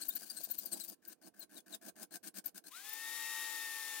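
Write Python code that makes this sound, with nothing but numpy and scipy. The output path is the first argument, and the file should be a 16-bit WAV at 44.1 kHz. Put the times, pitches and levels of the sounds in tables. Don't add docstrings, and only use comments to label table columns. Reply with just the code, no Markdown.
import sys
import numpy as np
from scipy import signal
from scipy.fft import rfft, irfft
from scipy.io import wavfile
from scipy.ndimage import uniform_filter1d

SR = 44100
rng = np.random.default_rng(int(sys.argv[2]) if len(sys.argv) > 2 else 0)


def volts(x):
    e = np.asarray(x, float) / 20
    return 10 ** e


def store_wav(level_fs):
    pcm = np.round(np.clip(np.atleast_2d(level_fs), -1, 1) * 32767)
    wavfile.write(sys.argv[1], SR, pcm.T.astype(np.int16))


N = 176400
T = np.arange(N) / SR
HZ = np.fft.rfftfreq(N, 1 / SR)

# (fastest moment t/s, rasp level/dB)
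QUICK_STROKES = [(.022, -48), (0.06, -53.5), (0.097, -57), (0.134, -54), (0.167, -48), (0.199, -55),
                 (0.234, -52), (0.269, -55.5), (0.307, -50.5), (0.345, -55), (0.376, -51), (0.41, -50.5),
                 (0.447, -50), (0.513, -51.5), (0.549, -52), (.593, -51.5), (0.63, -53), (0.665, -52),
                 (.733, -45), (0.771, -52), (0.808, -51), (0.844, -53), (.892, -53.5), (0.927, -55.5)]
# (touch t/s, hardest t/s, rasp level/dB, bench rumble level/dB)
SINGLE_PUSHES = [(1.022, 1.12, -58.5, -66.5), (1.214, 1.273, -61.5, -62.5), (1.339, 1.428, -58.5, -64.5),
                 (1.494, 1.578, -56, -62), (1.661, 1.745, -53.5, -59.5), (1.813, 1.884, -53.5, -58),
                 (1.956, 2.029, -52, -58), (2.109, 2.158, -52, -60.5), (2.231, 2.273, -51, -61.5),
                 (2.342, 2.381, -52, -61.5), (2.442, 2.476, -54.5, -65), (2.546, 2.576, -55, -66),
                 (2.64, 2.68, -57.5, -68)]
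# (f/Hz, relative level per Hz/dB)
QUICK_COLOUR = [(600, -21.5), (1500, -17.5), (2700, -12.5), (4300, -6.5), (9000, -2.5), (16000, -2)]
# (f/Hz, relative level per Hz/dB)
PUSH_COLOUR = [(600, -36), (1500, -5.5), (2900, -5), (4300, -0.5), (9000, 1), (16000, 2.5)]
# (f/Hz, relative level per Hz/dB)
RUMBLE_COLOUR = [(110, -40), (200, 4.5), (265, -4.5), (320, 2.5), (450, -14.5), (650, -5), (1400, -18.5),
                 (2500, -47)]
# (f/Hz, width/Hz, level against the grit/dB)
STEEL_RINGS = [(5170, 88, -19), (6460, 260, -15), (8330, 72, -8.5), (10290, 31, -9)]
# (middle t/s, f/Hz, level/dB, octave level/dB)
BLADE_CHATTER = [(0.023, 4175, -54, -46), (0.104, 3700, -58.5, -54.5), (0.307, 4750, -51, -48.5),
                 (0.374, 4310, -51, -45.5), (0.669, 4450, -59, -58), (.732, 4180, -51, -39),
                 (0.811, 4030, -56, -47.5)]
# (middle t/s, f/Hz, glide/Hz per s, level/dB)
BLADE_SQUEAKS = [(1.248, 4380, 7, -70), (1.42, 4180, -9000, -57.5), (1.576, 3794, -20000, -59.5),
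                 (1.741, 3733, -20000, -52.5), (2.132, 4250, 6000, -60.5), (2.369, 4370, 15000, -66),
                 (2.669, 4180, 6000, -65.5)]
# (middle t/s, f/Hz, level/dB)
TIP_WHISTLES = [(0.091, 14300, -32.5), (0.159, 14300, -38.5), (0.441, 14450, -38.5), (0.515, 14250, -35),
                (0.588, 13900, -38), (0.66, 14330, -42.5), (0.843, 14100, -47), (0.891, 14200, -44),
                (1.083, 14840, -45.5), (1.399, 15000, -47), (2.464, 13800, -38), (2.891, 14400, -47),
                (2.935, 14760, -43)]
# (t/s, relative strength/dB)
FILE_TICKS = [(1.051, -46.5), (1.6039, -50.5)]
# (t/s, relative strength/dB)
JAW_KNOCKS = [(0.219, -55), (0.406, -56.5), (0.474, -58), (0.5, -56), (0.648, -54.5)]
# (t/s, belt-tooth rate f/Hz, tooth whine level/dB, overall level/dB)
SANDER_RUN = [(2.718, 1001, -64.5, -56), (2.74, 1281, -58, -57), (2.77, 1471, -57.5, -52),
              (2.815, 1633, -60, -55), (2.832, 1669, -78, -55.5), (2.85, 1712, -60.5, -51),
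              (2.93, 1799, -55.5, -50), (3.05, 1839, -49, -48.5), (3.199, 1857, -48, -46),
              (3.42, 1858, -47, -45), (3.749, 1816, -48, -47.5), (4, 1789, -50, -46.5)]
# (multiple of its rate,
# level against the overall level at top speed/dB)
BELT_TOOTH_TONES = [(2, -13), (3, -20)]
ARMATURE_TONES = [(1, -13.5), (3, -16), (8, -18), (12, -13), (13, -15.5)]
PULLEY_TONES = [(2, -30), (3, -29.5), (5, -27.5), (7, -19.5), (8, -22.5)]
# (f/Hz, relative level per Hz/dB)
RUSH_COLOUR = [(60, -31), (732, -14.5), (1040, -11), (1820, -7.5), (1950, -3.5), (16000, -7)]
# (f/Hz, relative level per Hz/dB)
ROOM_COLOUR = [(100, -10), (300, 2), (900, -12.5), (3000, -26.5), (9000, -29.5)]
# (f/Hz, left minus right level/dB)
FILE_BALANCE = [(60, -8), (240, -26), (950, -12.5), (3770, 10), (15000, 14)]
SANDER_BALANCE = [(500, 0.93), (3800, 5.4), (15000, 16)]
# (f/Hz, likeness, 1 = same)
FILE_LIKENESS = [(300, 0.95), (1900, 0.78), (4000, 0)]
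SANDER_LIKENESS = [(1900, 1), (7500, 0.035)]


def evened(x):
    return x / np.std(x)


def read(points):
    f, value = np.transpose(points)
    return np.interp(np.log(HZ + 1), np.log(f + 1), value)


def coloured(x, points):
    gain = volts(read(points))
    return irfft(rfft(x) * gain, N) / np.sqrt(np.mean(gain * gain))


def resonate(x, hz, width):
    turn = np.exp(2j * np.pi * np.cumsum(hz * np.ones(len(x))) / SR)
    r = np.exp(-np.pi * abs(width) / SR)
    return 2 * (turn * signal.lfilter([1 - r], [1, -r], x / turn)).real


def ring(x, hz, width):
    return resonate(x, hz, width) * np.sqrt(SR / 2 / np.pi / width)


def drift(size, length=N):
    noise = rng.standard_normal(length)
    return evened(uniform_filter1d(uniform_filter1d(noise, size), size))


def ports(x, balance, likeness, scatter_s):
    lag_s = 5e-5
    same = np.clip(read(likeness), -.95, .95)
    lean = volts(read(balance) / 2)
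    echo = rng.standard_normal(N) * np.exp(-T / scatter_s)
    scatter = rfft(echo) / np.linalg.norm(echo)
    z = rfft(x) * 2 / np.sqrt(lean * lean + 1 / lean / lean + 2 * same)
    mixed = same + np.sqrt(1 - same * same) * scatter
    late = np.exp(-2j * np.pi * HZ * lag_s)
    return irfft([z * lean, z / lean * mixed * late], N)


def room_tone():
    return volts(-79.5) * coloured(rng.standard_normal(N), ROOM_COLOUR)


def sander():
    armature_ratio, pulley_ratio = .4784, .08944
    howl_s, howl_length_s, howl_db, howl_ratio = 2.752, .04, -57, 2.87
    s, hz, whine_db, all_db = np.transpose(SANDER_RUN)
    fade_db = -900 * np.maximum(s[0] - T, 0)
    hz = uniform_filter1d(np.interp(T, s, hz), size=500) * (1 + 0.00071 * drift(size=800))
    turns = 2 * np.pi * np.cumsum(hz) / SR
    whine = volts(np.interp(T, s, whine_db) + fade_db)
    overall = volts(np.interp(T, s, all_db) + fade_db)
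    out = whine * np.sqrt(2) * np.sin(turns) * volts(0.24 * drift(size=300))

    settled = (hz / hz.max()) ** 4
    parts = [(1, BELT_TOOTH_TONES), (armature_ratio, ARMATURE_TONES), (pulley_ratio, PULLEY_TONES)]
    for ratio, tones in parts:
        for k, db in tones:
            level = overall * settled * volts(db + 2.0 * drift(size=1500))
            out += level * np.sqrt(2) * np.sin(round(k) * ratio * turns)

    howl = volts(howl_db - 20 * ((T - howl_s) / howl_length_s) ** 2)
    out += howl * np.sin(howl_ratio * turns)

    pulse = 1 + 0.028 * np.cos(pulley_ratio * turns)
    air = rng.standard_normal(N) * pulse * volts(1.0 * drift(size=60))
    return out + overall * coloured(air, RUSH_COLOUR)


def knocks():
    knock_hz, decay_s = 650, 0.002
    out = np.zeros(N)
    for s, db in JAW_KNOCKS:
        t = np.maximum(T - s, 0)
        out += 2 * volts(db) * np.exp(-t / decay_s) * np.sin(2 * np.pi * knock_hz * t)
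    return out


def add_squeal(out, s, length, hz, glide, wander, width, levels, linger=1):
    skirt_db = -11.5
    t = np.arange(max(-2 * length, -s), 3 * length, 1 / SR)
    f = hz * (1 + wander * drift(size=200, length=len(t))) + glide * t
    noises = rng.standard_normal((2, len(t)))
    swell = volts(-6 * (2 * t / length) ** 2 / (1 + linger * np.maximum(t / length, 0)))
    start = round((s + t[0]) * SR)
    for k, db in enumerate(levels, 1):
        core, skirt = (evened(resonate(resonate(noise, k * f, k * w), k * f, k * w))
                       for noise, w in zip(noises, (width, 5 * width)))
        pure = np.cos(2 * np.pi * k * np.cumsum(f) / SR) / k / k / 2
        tone = pure + core + volts(skirt_db) * skirt
        out[start:][:len(t)] += volts(db) * swell * tone


def squeals():
    chatter_s, chatter_wander, chatter_width_hz = .015, .02, 220
    squeak_s, squeak_width_hz = .024, 140
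    whistle_s, whistle_wander, whistle_width_hz = 0.0096, 0.0116, 510
    third_db = -9
    sag = 1.426
    out = np.zeros(N)
    for s, hz, db, octave_db in BLADE_CHATTER:
        droop = -sag * chatter_wander * hz / chatter_s
        levels = [db, octave_db, octave_db + third_db]
        add_squeal(out, s, chatter_s, hz, droop, chatter_wander, chatter_width_hz, levels)
    for s, hz, glide, db in BLADE_SQUEAKS:
        levels = [db, db + third_db / 2]
        add_squeal(out, s, squeak_s, hz, glide, chatter_wander / 2, squeak_width_hz, levels, linger=0)
    for s, hz, db in TIP_WHISTLES:
        droop = -sag * whistle_wander * hz / whistle_s
        add_squeal(out, s, whistle_s, hz, droop, whistle_wander, whistle_width_hz, [db])
    return out


def pressure():
    quick_half_s, quick_dip_db, quick_rest_db, quick_end_s = .019, -12, -60, 0.931
    rise_db_per_s, fall_db, fall_s, touch_s = 232, -21, 0.023, 0.0011
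    tail_db, tail_s = -6, 0.0067
    vice_share, rumble_share, smear_s = 0.18, .7, .012

    sliding = np.exp(-np.maximum(T - quick_end_s, 0) / touch_s)
    quick = volts(quick_rest_db) * sliding
    rumble = volts(-72.5 + 3.4 * drift(size=1500)) * sliding
    for top, db in QUICK_STROKES:
        bell_db = quick_dip_db * abs((T - top) / quick_half_s) ** 3
        quick = np.maximum(quick, volts(db + bell_db))
    rumble = rumble * (quick / quick.mean()) ** 0.43

    rasp, vice = 0, 0
    for touch, top, rasp_db, rumble_db in SINGLE_PUSHES:
        after = np.maximum(T - top, 0)
        db = -rise_db_per_s * np.clip(top - T, 0, top - touch) + fall_db * (after / fall_s) ** 2.4
        vice = vice + volts(rasp_db + np.where(T < top, vice_share, 1) * db) * (T > touch)
        tail = volts(tail_db) * np.exp(-abs(T - top) / tail_s) * (T > top)
        shape = (volts(db) + tail) * np.exp(-np.maximum(touch - T, 0) / touch_s)
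        rasp = rasp + shape * volts(rasp_db)
        rumble = rumble + shape ** rumble_share * volts(rumble_db)
    return quick, rasp, vice, uniform_filter1d(rumble, round(smear_s * SR) + 1)


def filing():
    grit_per_s, grit_spread_db = 16000, 2.5
    vice_hz, vice_width_hz, vice_db = 1560, 160, -11
    chirp_hz, chirp_swing, chirp_width_hz, chirp_db = 4524, 0.066, 590, -12.5
    quick, rasp, vice, rumble = pressure()

    size = volts(grit_spread_db * np.minimum(rng.exponential(1, N), 3)) * rng.standard_normal(N)
    clicks = size * (rng.random(N) < grit_per_s / SR)
    grit = evened(clicks) * volts(2.43 * drift(size=150))
    ticks = sum(volts(db) * (T > s) * np.exp(-abs(T - s) / 0.0029) for s, db in FILE_TICKS)
    drive = grit * (rasp + ticks / 2)

    struck = drive + 0.48 * grit * quick
    rung = sum(volts(db) * ring(struck, hz, width) for hz, width, db in STEEL_RINGS)

    spot_hz = chirp_hz * (1 + chirp_swing * drift(size=900))
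    chirps = grit * volts(3.6 * drift(size=400))
    for _ in range(2):
        chirps = resonate(chirps, spot_hz, chirp_width_hz)
    rung += volts(chirp_db) * evened(chirps) * (quick + rasp / 2)

    wavering = vice + 0.35 * quick * volts(5.5 * drift(size=1200))
    rung += volts(vice_db) * ring(grit * wavering, vice_hz, vice_width_hz)

    rasping = coloured(grit * quick, QUICK_COLOUR) + coloured(drive, PUSH_COLOUR)
    return rasping + rung + rumble * coloured(rng.standard_normal(N), RUMBLE_COLOUR)


def scene():
    sanding = ports(sander(), SANDER_BALANCE, SANDER_LIKENESS, scatter_s=.06) * (T > 2)
    bench = filing() + squeals() + room_tone()
    return ports(bench, FILE_BALANCE, FILE_LIKENESS, scatter_s=.011) + knocks() + sanding


def low_pass(x):
    return signal.sosfilt(signal.butter(12, 16340, fs=SR, output="sos"), x)


def record(dry):
    bass_cut = 1 / (1 + (60 / (HZ + 1)) ** 2)
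    mix = irfft(rfft(dry) * (HZ < 16250) * bass_cut, N)
    return low_pass(mix)


dry = scene()
out = record(dry)
store_wav(out)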